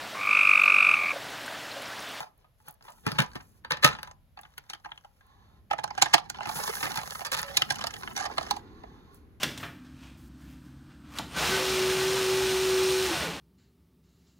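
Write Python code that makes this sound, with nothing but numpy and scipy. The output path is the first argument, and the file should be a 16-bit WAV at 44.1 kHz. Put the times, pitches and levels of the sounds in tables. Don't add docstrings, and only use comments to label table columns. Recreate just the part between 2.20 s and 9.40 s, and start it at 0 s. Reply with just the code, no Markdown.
import sys
import numpy as np
from scipy import signal
from scipy.fft import rfft, irfft, next_fast_len
from scipy.io import wavfile
from scipy.ndimage import uniform_filter1d

SR = 44100
rng = np.random.default_rng(int(sys.argv[2]) if len(sys.argv) > 2 else 0)


def bounce(signal):
    frames = np.transpose(np.atleast_2d(signal))
    limited = np.clip(frames, -1, 1)
    pcm = np.round(limited * 32767).astype(np.int16)
    wavfile.write(sys.argv[1], SR, pcm)


N = 317520

# frequency in Hz, relative level in dB per Hz.
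AIR_COLOUR = [(18, -32.5), (30, 0.5), (134, -7.5), (336, -33), (526, -18.5), (1160, -27), (3580, -32.5),
              (7470, -41), (8520, -50), (11100, -32), (16000, -45.5)]
# frequency in Hz, relative level in dB per Hz.
RUMBLE_COLOUR = [(15, -21.5), (35, -4), (64, 6), (130, -4.5), (220, -7), (400, -29.5), (1500, -44),
                 (8000, -63.5)]
RUSTLE_COLOUR = [(60, -29.5), (180, -5), (260, -1.5), (420, -3.5), (600, -22.5), (1100, -20.5),
                 (2000, -24.5), (8000, -57.5)]
# time in seconds, rumble and rustle in dB before the trims in handling().
HANDLING = [(0.0, -71, -74), (0.18, -84, -80.5), (0.52, -79, -97), (0.98, -56.5, -63.5), (1.38, -62, -76.5),
            (1.68, -56.5, -64.5), (2.15, -67.5, -90), (2.95, -74, -85), (3.21, -63, -73),
            (4.53, -61.5, -69.5), (5.05, -59.5, -77), (6.28, -55, -51.5), (7.2, -60, -64.5)]
# frequency in Hz, relative level in dB per Hz.
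SKIN_COLOUR = [(300, -25), (620, -14), (750, -3), (930, -5), (1070, 1), (1250, -8), (1550, -13), (1720, -9),
               (2800, -22), (3650, -13), (4400, -16), (5400, -27), (6300, -21), (9000, -45), (16000, -50)]
RUB_COLOUR = [(40, -15.5), (160, -5), (300, -2), (450, 7), (560, 1.5), (800, 8), (1100, 2), (1600, 0.5),
              (2600, -7), (5500, -6), (8000, -21), (16000, -35)]
HISS_COLOUR = [(1000, -8), (3000, -9), (6000, 4), (8500, 3.5), (11000, 5), (13500, 6.5), (16000, -4)]
DRAG_COLOUR = [(40, -25.5), (100, -5), (150, 1.5), (220, 2), (300, -12), (420, -8.5), (700, -37.5),
               (4000, -71.5)]
# start in seconds, length in seconds, level in dB.
TURNINGS = [(2.2, .38, -72), (3.0, .39, -67), (6.39, .56, -63), (6.97, .17, -74)]
# start in seconds,
# length before the release in seconds, plastic rub in dB, fine hiss in dB, drone in dB before its trim.
STROKES = [(-0.02, 0.022, -38.5, -46.5, -57), (0.158, 0.049, -67, -83, -85), (0.452, 0.03, -48.5, -65, -68),
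           (0.634, 0.028, -56, -69, -75), (0.373, 0.1, -72.5, -69, -71), (0.602, 0.35, -73, -66.5, -70),
           (0.828, 0.21, -45.5, -66, -54), (1.06, 0.31, -70.5, -69, -69), (1.642, 0.095, -41.5, -71.5, -45),
           (1.787, 0.091, -61, -72.5, -61.5), (2.173, 0.098, -74, -91, -85), (2.172, 0.83, -77, -78.5, -96),
           (3.522, 0.65, -59, -90, -55), (4.14, 0.31, -48, -74, -50.5), (4.254, 0.093, -52.5, -46.5, -59),
           (4.338, 0.31, -44, -40, -55), (4.625, 0.19, -46, -48, -45), (4.823, 0.19, -51, -46.5, -53.5),
           (5.13, 0.32, -45, -54.5, -56), (5.448, 0.24, -45.5, -59.5, -45),
           (5.71, 0.26, -49.5, -55.5, -47.5), (5.96, 0.033, -56, -63, -64),
           (6.073, 0.31, -49.5, -62.5, -69), (6.911, 0.038, -59.5, -61.5, -79.5)]
# time in seconds, centre pitch in Hz, level in dB.
SQUEAK = [(5.2, 585, -64), (5.25, 562, -46), (5.31, 552, -43), (5.37, 556, -57)]
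# time in seconds, level in dB.
NIPS = [(.178, -71), (.468, -65), (.4845, -47), (.509, -54), (.526, -66), (.541, -64), (.703, -61),
        (2.213, -56.5), (2.381, -49.5), (3.067, -73), (5.216, -41), (6.945, -61)]
# time in seconds, overall level in dB, then thump, hollow ring and tick
# in dB relative to it (before the trims in knock()), rattle decay in ms.
KNOCKS = [(0.0034, -34.5, -13.5, 0, -12, 2.7), (0.028, -47, -28, 2.5, -13, 5), (0.062, -56, -24, 3, -28, 4),
          (0.244, -62, -9, 2.5, -26, 5), (0.4, -63, -8, -1, -20, 7), (0.4815, -45, -9, -1.5, -20, 3.2),
          (0.609, -56.5, -16, -2, -27, 4.6), (0.625, -57.5, -19, -12, -2, 4.9),
          (0.6815, -45.5, -19, -2, -19, 13), (0.68, -50.5, -20, 5, -23, 23),
          (0.72, -61.5, -18, -11, 2, 1.8), (0.8655, -21.5, -3.5, -8.5, -16, 4.1),
          (0.8759, -26.5, -8.5, -7.5, -18, 6.6), (0.89, -37.5, -20, -9.5, -18, 3),
          (0.9182, -32, -1.5, -9, -6, 3), (0.952, -38.5, -2, -6.5, -29, 6),
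          (0.9872, -13.5, -12, -10.5, -19, 4.3), (0.9946, -21.5, -17, -7, -18.5, 5.4),
          (1.0023, -17.5, -14, -15, -16, 13), (1.019, -31, -8.5, -6.5, -9, 8),
          (1.1538, -33.5, -4.5, -5.5, -16.5, 11), (1.201, -46, -13, -6.5, -33, 6),
          (1.4478, -34, -28, -7, -25, 4.7), (1.5069, -19, -26, -9.5, -19, 7),
          (1.519, -19.5, -18, -11, -14.5, 5.7), (1.57, -35.5, -17, -9.5, -17, 12),
          (1.6254, -27, -31.5, -10.5, -14, 5.6), (1.634, -15, -32, -11, -18, 7.7),
          (1.6443, -4.5, -15, -13.5, -13.5, 5.7), (1.6578, -19.5, -22, -7, -9.5, 11),
          (1.6752, -20.5, -17, -11.5, -12.5, 5.2), (1.688, -23, -13, -15.5, -21, 5.4),
          (1.7265, -37.5, -20, -12.5, -23, 6), (1.75, -35.5, -22.5, -7.5, -28, 3.4),
          (1.7863, -36, -16, -6.5, -26, 3), (1.8308, -32.5, -27, -9.5, -10.5, 3.7),
          (1.874, -47, -23.5, -0.5, -17.5, 3.1), (1.893, -56, -21, -2, -20.5, 4.8),
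          (4.272, -36.5, -4.5, -2, -14, 4), (4.357, -35, -8.5, -3.5, -9, 6.8),
          (4.371, -39.5, -4, 1.5, -15, 5.7), (4.4353, -32.5, -26, -1.5, -2, 2.6),
          (4.4721, -35, -14, 1, -2, 10), (4.5522, -33, -25, -11, -6.5, 5),
          (4.605, -33.5, -18, -6.5, -14, 7), (4.6284, -25, -13.5, -7.5, -20, 9.4),
          (4.654, -33, -7.5, -10, -17, 6), (4.6914, -36, -24, -9, -14, 6), (4.718, -39.5, -4, -2, -6, 5.8),
          (4.757, -30.5, -21, -4, -5.5, 6.7), (4.7742, -25.5, -14, -4.5, -10.5, 12),
          (4.8638, -42, -16, -8, -11, 4.7), (4.9073, -39, -35.5, -7, 0, 5.4),
          (4.951, -38.5, -16, -9, -21, 5), (5.2293, -29.5, -18.5, -7.5, -8, 2.8),
          (5.2887, -36.5, -14.5, -20, -20, 4)]
# start in seconds, length in seconds, mean level in dB,
# tick in dB relative to it (before the trim in knock()).
JOLTS = [(4.629, .03, -32.5, -12), (5.049, .022, -32, -7.5), (5.117, .035, -29.5, -8.5),
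         (5.167, .038, -31.5, -9)]
# nominal frequency in Hz, mean weight in dB, 60 dB decay in seconds.
BOX_MODES = [(410, -6, .1), (505, -12, .24), (617, -7, .14), (868, -5, .12), (1000, -10, .22),
             (1255, -2, .13), (1319, 0, .12), (1475, -2, .09), (1623, 2, .12), (1788, 0, .12),
             (1895, -4, .1), (2560, -7, .09), (3661, -6, .09), (4660, -3, .08)]
# frequency in Hz, relative level in dB per Hz.
BOX_COLOUR = [(40, -14.5), (90, 4), (150, -4), (300, -6.5), (400, -8.5), (540, -4), (1000, -8),
              (1650, -3.5), (2300, -3), (4500, -13), (7000, -21), (11000, -24), (16000, -32)]
SLAB_COLOUR = [(40, 10.5), (150, -10.5), (330, 0.5), (550, -25.5), (720, 0.5), (1000, -2), (1600, 5.5),
               (2300, 2.5), (4500, -6.5), (6800, -15.5), (8500, -16), (11500, -25), (16000, -30.5)]
# time in seconds, overall level in dB, then ring, tick and
# ping in dB relative to it (before the trims in click()), ring, wall and edge ping in Hz, rattle decay in ms.
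SLABS = [(2.1736, -43, -3, -25, -14, 810, 1210, 4430, 4.7),
         (2.1896, -43, -5.5, -19.5, -17.5, 798, 1154, 2670, 3),
         (2.2333, -50, -3.5, -14.5, -11, 842, 1450, 3580, 3),
         (2.252, -46.5, -16, -36.5, -12.5, 865, 1480, 3040, 2.4),
         (2.38, -37.5, -14.5, -10, -13.5, 913, 1420, 3294, 3),
         (2.4992, -36.5, -15, -5.5, -6.5, 897, 1285, 4040, 8.9),
         (2.5341, -34.5, -22, -12.5, -6, 885, 1360, 3100, 2.8),
         (2.548, -42.5, -10.5, -14, -14.5, 804, 1240, 3348, 3),
         (2.648, -36.5, -18, -22.5, -19, 820, 1590, 3036, 3),
         (2.658, -39, -1.5, -30, -20, 856, 1550, 3040, 4.6),
         (2.691, -50, -1.5, -32, -17, 925, 1140, 3030, 3),
         (2.7179, -38, -7.5, -28, -6, 840, 1615, 3260, 3.3),
         (2.7764, -49.5, -8.5, -12.5, -1, 830, 1650, 3060, 2.5),
         (2.8476, -54, 4.5, -12.5, -9, 796, 1565, 3100, 5.7),
         (3.0088, -54.5, -16, -21, -25, 792, 1600, 3010, 1.94),
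         (3.511, -24, -2, -21.5, -17, 815, 1300, 3160, 6.2),
         (3.5329, -24.5, -5.5, -26, -27, 687, 1310, 2720, 2.8),
         (3.587, -29, -1, -22.5, -24, 836, 1660, 3111, 4.6),
         (3.64, -27.5, 1, -9, -13, 834, 1540, 4450, 3.3),
         (3.7072, -35, -1.5, -32, -12, 850, 1137, 4900, 3.4),
         (3.7776, -26, -4.5, -15.5, -18.5, 800, 1160, 2460, 11),
         (3.8176, -28, 1.5, -10, -8, 805, 1580, 6700, 3.4),
         (3.823, -13.5, -7.5, -4.5, -4.5, 817, 1550, 7170, 2.2),
         (3.8583, -25, -7.5, -17, -15, 865, 1804, 3530, 6),
         (3.9387, -9.5, -7.5, -10, -12, 842, 1350, 3160, 5.3),
         (3.944, -16, -7, -7.5, -14, 850, 1660, 4600, 3.3), (3.9806, -31, -0.5, -9, -8, 800, 1350, 3100, 8),
         (4.1, -33, -7, -2, -22, 790, 1410, 3460, 2), (4.146, -42, -2, -18, -7, 1015, 1653, 3080, 3),
         (4.1861, -39, 1.5, -29, -14, 840, 1220, 2650, 10),
         (4.2071, -37.5, 5.5, -20, -6, 860, 1156, 2770, 2.2),
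         (4.2559, -31.5, -5.5, -15, -7, 887, 1080, 2520, 9.8),
         (4.2905, -31.5, 0, -10, -13, 880, 1205, 4820, 4.7), (4.3868, -36, 0, -26, -21, 860, 2110, 4440, 4),
         (5.016, -34, -1, -18, -15, 780, 1260, 4447, 4),
         (5.371, -19.5, -12.5, 0, -12.5, 1020, 1700, 6642, 2.66),
         (5.42, -20, -16, -10.5, -2.5, 1100, 1314, 3040, 3.2),
         (5.5059, -18.5, -14.5, -9.5, -23.5, 1036, 1580, 6550, 3),
         (5.522, -32.5, -4.5, -4, -15, 1020, 1590, 4600, 2.1),
         (5.557, -41, -12, -1.5, -6, 950, 1320, 3080, 3),
         (5.611, -31, -10.5, -12, -10, 1084, 1418, 3080, 3.4),
         (5.6398, -29, -3.5, -7, -13.5, 690, 1160, 2950, 2.4),
         (5.669, -32, -9, -1, -6.5, 951, 1280, 3060, 3),
         (5.708, -42.5, -12, -6.5, -22.5, 800, 1259, 3100, 2.7),
         (5.7397, -38.5, -8, -4.5, -5, 740, 1270, 3000, 3.4),
         (5.8332, -33.5, -7, -18, -20, 1060, 1500, 5264, 6.6),
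         (5.8752, -30.5, -22, -30, -10.5, 1058, 1706, 3070, 3.7),
         (5.911, -42, -5, -26, -31, 1040, 1630, 3070, 3),
         (5.965, -30.5, -14, -6.5, -5.5, 767, 1647, 5980, 3),
         (5.976, -30.5, -14, -6, -20, 1100, 1560, 4000, 3),
         (6.0597, -29.5, -3.5, -20, -11.5, 780, 1914, 4930, 10),
         (6.098, -48, 8.5, -27, -20.5, 810, 1210, 4500, 4),
         (6.173, -36.5, -3, -18, -15.5, 810, 1590, 4230, 4.5),
         (6.1814, -20.5, -4, -13, -13.5, 759, 1620, 4170, 4),
         (6.211, -39.5, 4, -14, -10, 746, 1690, 4426, 2.4), (6.229, -44.5, 2, -2, -9, 780, 1354, 5800, 1.8),
         (6.266, -35.5, -4.5, -18, -14, 760, 1754, 5361, 4),
         (6.3096, -25.5, 2, -4, -5.5, 822, 1256, 4570, 2.7),
         (6.365, -42.5, 4.5, -5, -10, 796, 1120, 4850, 3.3),
         (6.636, -44, 2, -23.5, -21.5, 720, 1730, 2454, 7)]
# nominal frequency in Hz, mean weight in dB, 60 dB decay in seconds.
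SLAB_MODES = [(790, 2, .035), (1050, -1, .028), (1200, -2, .03), (1340, -3, .028), (1620, -1, .032),
              (1830, -1, .032), (2120, -5, .025), (3070, -10, .028), (3970, -10, .02), (4420, -9, .02),
              (5810, -10, .018)]
# start in seconds, length in seconds, level in dB.
RASPS = [(3.814, .19, -46), (5.974, .092, -35), (6.076, 0.035, -63), (6.184, .14, -49)]
# start in seconds, length in seconds, contacts per second,
# level of a contact in dB before the random spread.
JOSTLES = [(1.05, .18, 28, -53.5), (1.72, .2, 30, -53), (2.197, .42, 30, -70), (2.66, .2, 30, -66.5),
           (3.529, 0.33, 30, -50), (4.231, .22, 50, -45.5), (4.461, 0.58, 45, -43), (5.231, .13, 40, -55.5),
           (5.471, .26, 35, -45), (5.741, .22, 28, -49), (6.101, .25, 36, -55)]
# frequency in Hz, 60 dB decay in seconds.
ROOM = [(100, 0.18), (400, 0.16), (900, 0.28), (2000, 0.16), (5000, 0.16), (11000, 0.012), (16000, 0.0097)]
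# frequency in Hz, likeness from 0 to 1.
LIKENESS = [(30, .3), (70, .6), (140, .97), (300, .9), (500, .6), (800, .2), (3000, .2), (6000, .3),
            (8000, .8)]
# frequency in Hz, lead in radians.
PORT_PHASE = [(0, 0), (90, 0), (300, 3.1), (560, 6.4), (740, 10.1), (1050, 14.8), (1300, 13.3),
              (1800, 14.1), (2400, 16), (4200, 14.3), (5600, 16.2), (6400, 18.7), (7900, 15.9),
              (9400, 15.5), (10000, 12.9), (11700, 12.4), (12700, 9.6), (14300, 9.1), (15100, 6.4)]
# frequency in Hz, left over right in dB.
FAR_BALANCE = [(60, 4.5), (130, -0.5), (290, 1.5), (640, -1), (1410, -1.0), (3100, 3.5), (6820, -2),
               (15000, 1)]
NEAR_BALANCE = [(350, 1), (550, -7), (850, -7.5), (1150, 1.5), (1650, -10), (2900, 8), (3700, -3.5),
                (5200, -15), (7000, 0.5)]
MOVE_IN_S = (2.9, 3.5)

STROKE_ATTACK_S, STROKE_RELEASE_S, STROKE_SAG_DB = 0.045, 0.025, -1.5
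CATCHES_PER_S, CATCH_KINDS, CATCH_DB = 55, 8, -4
COUNTER_ECHO_S = 0.002
CHATTER_PER_S, CHATTER_SPREAD_DB = 190, 3
RASP_SLIPS_PER_S, RASP_SPREAD_DB = 360, 4
JOSTLE_SPREAD_DB = 3
BAND_LIMIT_HZ = 16500

LEAD = .012
T = np.arange(8192) / SR - LEAD
AFTER = np.maximum(T, 0)


def amp(db):
    return 10 ** (np.asarray(db) / 20)


def unit(x):
    return x / np.sqrt(np.mean(x ** 2) + 1e-20)


def burst(x):
    return x / np.sqrt(np.sum(x ** 2) / (.015 * SR) + 1e-20)


def read(points, hz):
    f, value = np.transpose(points)
    return np.interp(np.log(hz + 1), np.log(f + 1), value)


def follow(rows):
    s, *columns = np.transpose(rows)
    return [np.interp(np.arange(N) / SR, s, c) for c in columns]


def during(rows):
    return np.interp(np.arange(N) / SR, [rows[0][0], rows[-1][0]], [1, 1], left=0, right=0)


def add(mix, s, sound):
    start = round(s * SR)
    sound = sound[max(-start, 0):]
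    part = mix[max(start, 0):][:len(sound)]
    part += sound[:len(part)]


def colour(x, points):
    size = len(x)
    log_gain = np.log(amp(read(points, abs(np.fft.fftfreq(size, 1 / SR)))))
    response = np.exp(signal.hilbert(log_gain).conj())
    return irfft(rfft(x) * response[:size // 2 + 1], size)


def band(x, lo_hz, hi_hz):
    return signal.sosfilt(signal.butter(3, [lo_hz, hi_hz], "band", fs=SR, output="sos"), x)


def wander(rate_hz):
    spectrum = rfft(rng.standard_normal(N))
    return unit(irfft(spectrum * (np.fft.rfftfreq(N, 1 / SR) < rate_hz), N))


def pair(x):
    size = x.shape[1]
    same = read(LIKENESS, np.fft.rfftfreq(size, 1 / SR))
    a, b = rfft(x)
    return irfft(np.array([a, same * a + np.sqrt(1 - same ** 2) * b]), size)


def diffuse(points):
    return pair(np.array([unit(colour(rng.standard_normal(N), points)) for _ in range(2)]))


def air():
    return amp(-67) * diffuse(AIR_COLOUR)


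def handling():
    rumble, rustle = follow(HANDLING)
    return amp(rumble + 2) * diffuse(RUMBLE_COLOUR) + amp(rustle + 1) * diffuse(RUSTLE_COLOUR)


def mode(hz, t60):
    return np.sin(2 * np.pi * hz * AFTER) * np.exp(-np.log(1000) * AFTER / t60)


def swelling(hz, t60, rise_s):
    return burst(mode(hz, t60) * (1 - np.exp(-AFTER / rise_s)))


def flex(hz, t60, rise_s):
    return burst(mode(hz, t60) * (1 - np.exp(-AFTER / rise_s)) ** 2)


def bending_wave(from_hz, to_hz, glide_s, t60):
    turns = to_hz * AFTER + (from_hz - to_hz) * glide_s * (1 - np.exp(-AFTER / glide_s))
    envelope = (1 - np.exp(-AFTER / 0.004)) * np.exp(-np.log(1000) * AFTER / t60)
    return burst(np.sin(2 * np.pi * turns) * envelope)


def ringing(modes):
    ring = np.zeros(len(T))
    for hz, db, t60 in modes:
        ring += amp(db) * rng.standard_normal() * mode(hz * rng.uniform(.99, 1.01), t60)
    return burst(ring)


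def contact(rattle_ms, snap_db, graze_db, linger_db, linger_s, clump_db):
    graze = amp(graze_db) * np.exp(np.minimum(T, 0) / 0.003) * (T < 0)
    blow = amp(snap_db) * np.exp(-AFTER / 0.0012) + np.exp(-AFTER / (rattle_ms / 1000))
    linger = amp(linger_db) * np.exp(-AFTER / linger_s)
    unevenness = unit(uniform_filter1d(rng.standard_normal(len(T)), size=50))
    clumps = amp(clump_db * unevenness * (-1 - np.exp(-AFTER / 0.024)))
    return (graze + (blow + linger) * (T >= 0)) * clumps * rng.standard_normal(len(T))


def edge_tick(x, rest, tick_s):
    return burst(band(x, 4600, 19000) * (rest + np.exp(-abs(T) / tick_s)))


def slip(grit_db):
    speck = rng.standard_normal(len(T)) * np.exp(-AFTER / .0008) * (T >= 0)
    return ringing(SLAB_MODES) + amp(grit_db) * burst(band(speck, 700, 7500))


def stroke(start, length):
    t = np.arange(N) / SR - start
    attack = np.clip(t / STROKE_ATTACK_S, 0, 1)
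    hold = amp(STROKE_SAG_DB * np.clip(t / length, 0, 1))
    return attack * hold * np.exp(-np.maximum(t - length, 0) / STROKE_RELEASE_S)


def turning():
    pressure = sum(amp(db) * stroke(start, length) for start, length, db in TURNINGS)
    skin = unit(colour(rng.standard_normal(N), SKIN_COLOUR))
    return pressure * amp(1.5 * wander(rate_hz=9)) * skin


def friction(points, grains_per_s, grain_db, smooth_db, judder_db):
    sizes = amp(grain_db * np.minimum(rng.exponential(1, N), 5))
    slips = sizes * rng.choice([-1, 1], N) * (rng.random(N) < grains_per_s / SR)
    drive = unit(slips) + amp(smooth_db) * rng.standard_normal(N)
    return unit(colour(drive * amp(judder_db * wander(rate_hz=18)), points))


def catches():
    out = np.zeros(N)
    for _ in range(CATCH_KINDS):
        scuff = contact(4, snap_db=-6, graze_db=-6, linger_db=-20, linger_s=.01, clump_db=3)
        scuff = burst(band(colour(scuff, SLAB_COLOUR), 600, 12000)) + amp(-7) * ringing(SLAB_MODES)
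        moments = rng.random(N) < CATCHES_PER_S / CATCH_KINDS / SR
        out += signal.oaconvolve(rng.uniform(.4, 1, N) * moments, scuff)[:N]
    return unit(out)


def shifting(x):
    z = signal.stft(x, nperseg=512, noverlap=384)[2]
    patches = uniform_filter1d(rng.standard_normal(z.shape), size=5, axis=0)
    patches = unit(uniform_filter1d(patches, size=6, axis=1))
    z = z * amp(4 * np.clip(patches, -2, 2))
    return unit(signal.istft(z, nperseg=512, noverlap=384)[1][:N])


def swept(x):
    delay = SR * COUNTER_ECHO_S * amp(2 * wander(rate_hz=2.5))
    at = np.arange(N)
    return unit(x + 0.62 * np.interp(at - delay, at, x))


def drag():
    return unit(colour(rng.standard_normal(N) * amp(0.5 * wander(rate_hz=6.8)), DRAG_COLOUR))


def sliding():
    rub, hiss, drone = sum(np.outer(amp(levels), stroke(start, length)) for start, length, *levels in STROKES)
    scrape = friction(RUB_COLOUR, grains_per_s=600, grain_db=3.3, smooth_db=-7, judder_db=3.3)
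    scrape += amp(CATCH_DB) * catches()
    fizz = friction(HISS_COLOUR, grains_per_s=1400, grain_db=3.5, smooth_db=-2, judder_db=1.6)
    return rub * swept(shifting(scrape)) + hiss * fizz + amp(-4) * drone * drag()


def squeak():
    hz, db = follow(SQUEAK)
    phase = 2 * np.pi * np.cumsum(hz * (1 + .008 * wander(rate_hz=60))) / SR
    return during(SQUEAK) * amp(db) * np.sin(phase)


def nips():
    out = np.zeros(N)
    for s, db in NIPS:
        snap = contact(1.2, snap_db=0, graze_db=-20, linger_db=-26, linger_s=.008, clump_db=2)
        add(out, s - LEAD, amp(db) * burst(band(snap, 8200, 16000)))
    return out


def knock(thump_db, hollow_db, tick_db, rattle_ms):
    crack = contact(rattle_ms, snap_db=-0.5, graze_db=-8.5, linger_db=-14.0, linger_s=0.024, clump_db=4.5)
    shell = burst(colour(crack, BOX_COLOUR)) + amp(-8) * ringing(BOX_MODES)
    walls = amp(-2) * bending_wave(from_hz=540, to_hz=175, glide_s=.005, t60=.045)
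    walls += amp(-3) * burst(band(shell, 190, 450))
    sound = amp(thump_db - 3) * (amp(-3) * flex(hz=146, t60=.045, rise_s=.006) + walls)
    sound += amp(hollow_db - 1.5) * burst(band(shell, 652, 1100))
    sound += amp(-16) * burst(band(shell, 380, 767))
    sound += amp(-8) * burst(band(shell, 1100, 4200))
    return sound + amp(tick_db - 1) * edge_tick(shell, rest=0.95, tick_s=0.0023)


def box():
    out = np.zeros(N)
    for s, db, *timbre in KNOCKS:
        add(out, s - LEAD, amp(db) * knock(*timbre))
    return out


def chatter():
    out = np.zeros(N)
    for start, length, db, tick_db in JOLTS:
        count = round(CHATTER_PER_S * length)
        for k in range(count):
            s = start + length * (k + rng.uniform(-.4, .4) * (k > 0)) / count
            strength = amp(db + CHATTER_SPREAD_DB * rng.standard_normal())
            add(out, s - LEAD, strength * knock(thump_db=-22, hollow_db=-10, tick_db=tick_db, rattle_ms=5))
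    return out


def jostling():
    out = np.zeros(N)
    for start, length, per_s, db in JOSTLES:
        count = round(per_s * length)
        for k in range(count):
            s = start + length * (k + rng.random()) / count
            size = amp(db + JOSTLE_SPREAD_DB * np.clip(rng.standard_normal(), -2, 1))
            add(out, s - LEAD, size * slip(grit_db=-5))
    return out


def rasping():
    out = np.zeros(N)
    for start, length, db in RASPS:
        count = int(RASP_SLIPS_PER_S * length)
        slips = np.zeros(N)
        for k in range(count):
            s = start + length * (k + rng.random()) / count
            add(slips, s - LEAD, amp(RASP_SPREAD_DB * rng.standard_normal()) * slip(grit_db=-4))
        out += amp(db) * slips / np.sqrt(np.sum(slips ** 2) / (length * SR))
    return out


def click(ring_db, tick_db, ping_db, ring_hz, wall_hz, ping_hz, rattle_ms):
    crack = contact(rattle_ms, snap_db=-4, graze_db=-3, linger_db=-16.5, linger_s=0.015, clump_db=2.5)
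    crack = colour(crack, SLAB_COLOUR)
    grip = rng.uniform(.7, 1.2)
    bend = swelling(ring_hz, t60=.028 * grip, rise_s=.0012) + amp(-2) * burst(band(crack, 620, 1150))
    cavity = amp(-18) * rng.choice([-1, 1]) * swelling(hz=826, t60=0.16, rise_s=.015)
    thump = flex(hz=137, t60=0.04, rise_s=0.0053) + burst(band(crack, 290, 380))
    sound = amp(ring_db - 1) * burst(bend + cavity)
    sound += amp(-11) * burst(band(crack, 780, 2800))
    sound += amp(-16) * swelling(wall_hz, t60=.032, rise_s=.0015)
    sound += amp(-13) * ringing(SLAB_MODES)
    sound += amp(tick_db - 1) * edge_tick(crack, rest=0.45, tick_s=0.0028)
    sound += amp(ping_db - 2) * swelling(ping_hz, t60=.006, rise_s=.001)
    return sound + amp(-28.5) * thump + amp(-23) * burst(band(crack, 323, 520))


def slabs():
    out = np.zeros(N)
    for s, db, *timbre in SLABS:
        add(out, s - LEAD, amp(db) * click(*timbre))
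    return out


def echoes(early_db, tail_db):
    hz, t, z = signal.stft(rng.standard_normal((2, SR // 2)), SR, nperseg=256)
    decay = np.exp(-np.log(1000) * t / read(ROOM, hz)[:, None])
    tail = signal.istft(z * decay, SR, nperseg=256)[1]
    t = np.arange(tail.shape[1]) / SR
    tail *= 1 - np.exp(-t / 0.00053)
    sparse = rng.standard_normal(tail.shape) * (rng.random(tail.shape) < .06)
    early = sparse * np.exp(-t / 0.0042) * (t > .001)
    fade = np.clip((.45 - t) / .1, 0, 1)
    early = amp(early_db) * early / np.linalg.norm(early[0])
    return fade * pair(early + amp(tail_db) * tail / np.linalg.norm(tail[0]))


def room(x, early_db, tail_db, count=3):
    turn = 2 * np.pi * 2.3 * np.arange(N) / SR
    shares = np.maximum([np.cos(turn + 2 * np.pi * k / count) for k in range(count)], 0)
    shares /= np.linalg.norm(shares, axis=0)
    wet = np.zeros((2, N))
    for share in shares:
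        wet += signal.oaconvolve((x * share)[None], echoes(early_db, tail_db), axes=1)[:, :N]
    return x + wet


def ports(x, balance):
    size = next_fast_len(N + 4096)
    hz = np.fft.rfftfreq(size, 1 / SR)
    step = np.diff(np.interp(hz, *np.transpose(PORT_PHASE)), prepend=0)
    lag = np.cumsum(np.maximum([-step, step], 0), axis=1)
    gain = amp(np.outer([.5, -.5], read(balance, hz)))
    gain /= np.sqrt(np.mean(gain ** 2, axis=0))
    return irfft(rfft(x, size) * gain * np.exp(-1j * lag), size)[:, :N]


def scene():
    knocks = room(box() + chatter() + nips(), early_db=-6.5, tail_db=-15.0)
    clicks = room(band(slabs() + jostling() + rasping(), 100, 21000), early_db=-6.5, tail_db=-17.5)
    rubs = room(sliding() + turning(), early_db=-6, tail_db=-13) + squeak()
    airborne = knocks + clicks + rubs
    close = np.interp(np.arange(N) / SR, MOVE_IN_S, [0, 1])
    heard = ports(airborne * (1 - close), FAR_BALANCE) + ports(airborne * close, NEAR_BALANCE)
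    return heard + handling() + air()


def record(dry):
    rounded = dry / (1 + (dry / .85) ** 4) ** .25
    low_pass = signal.firwin(255, BAND_LIMIT_HZ, window=("kaiser", 9), fs=SR)
    return signal.oaconvolve(rounded, low_pass[None], "same")


dry = scene()
out = record(dry)
bounce(out)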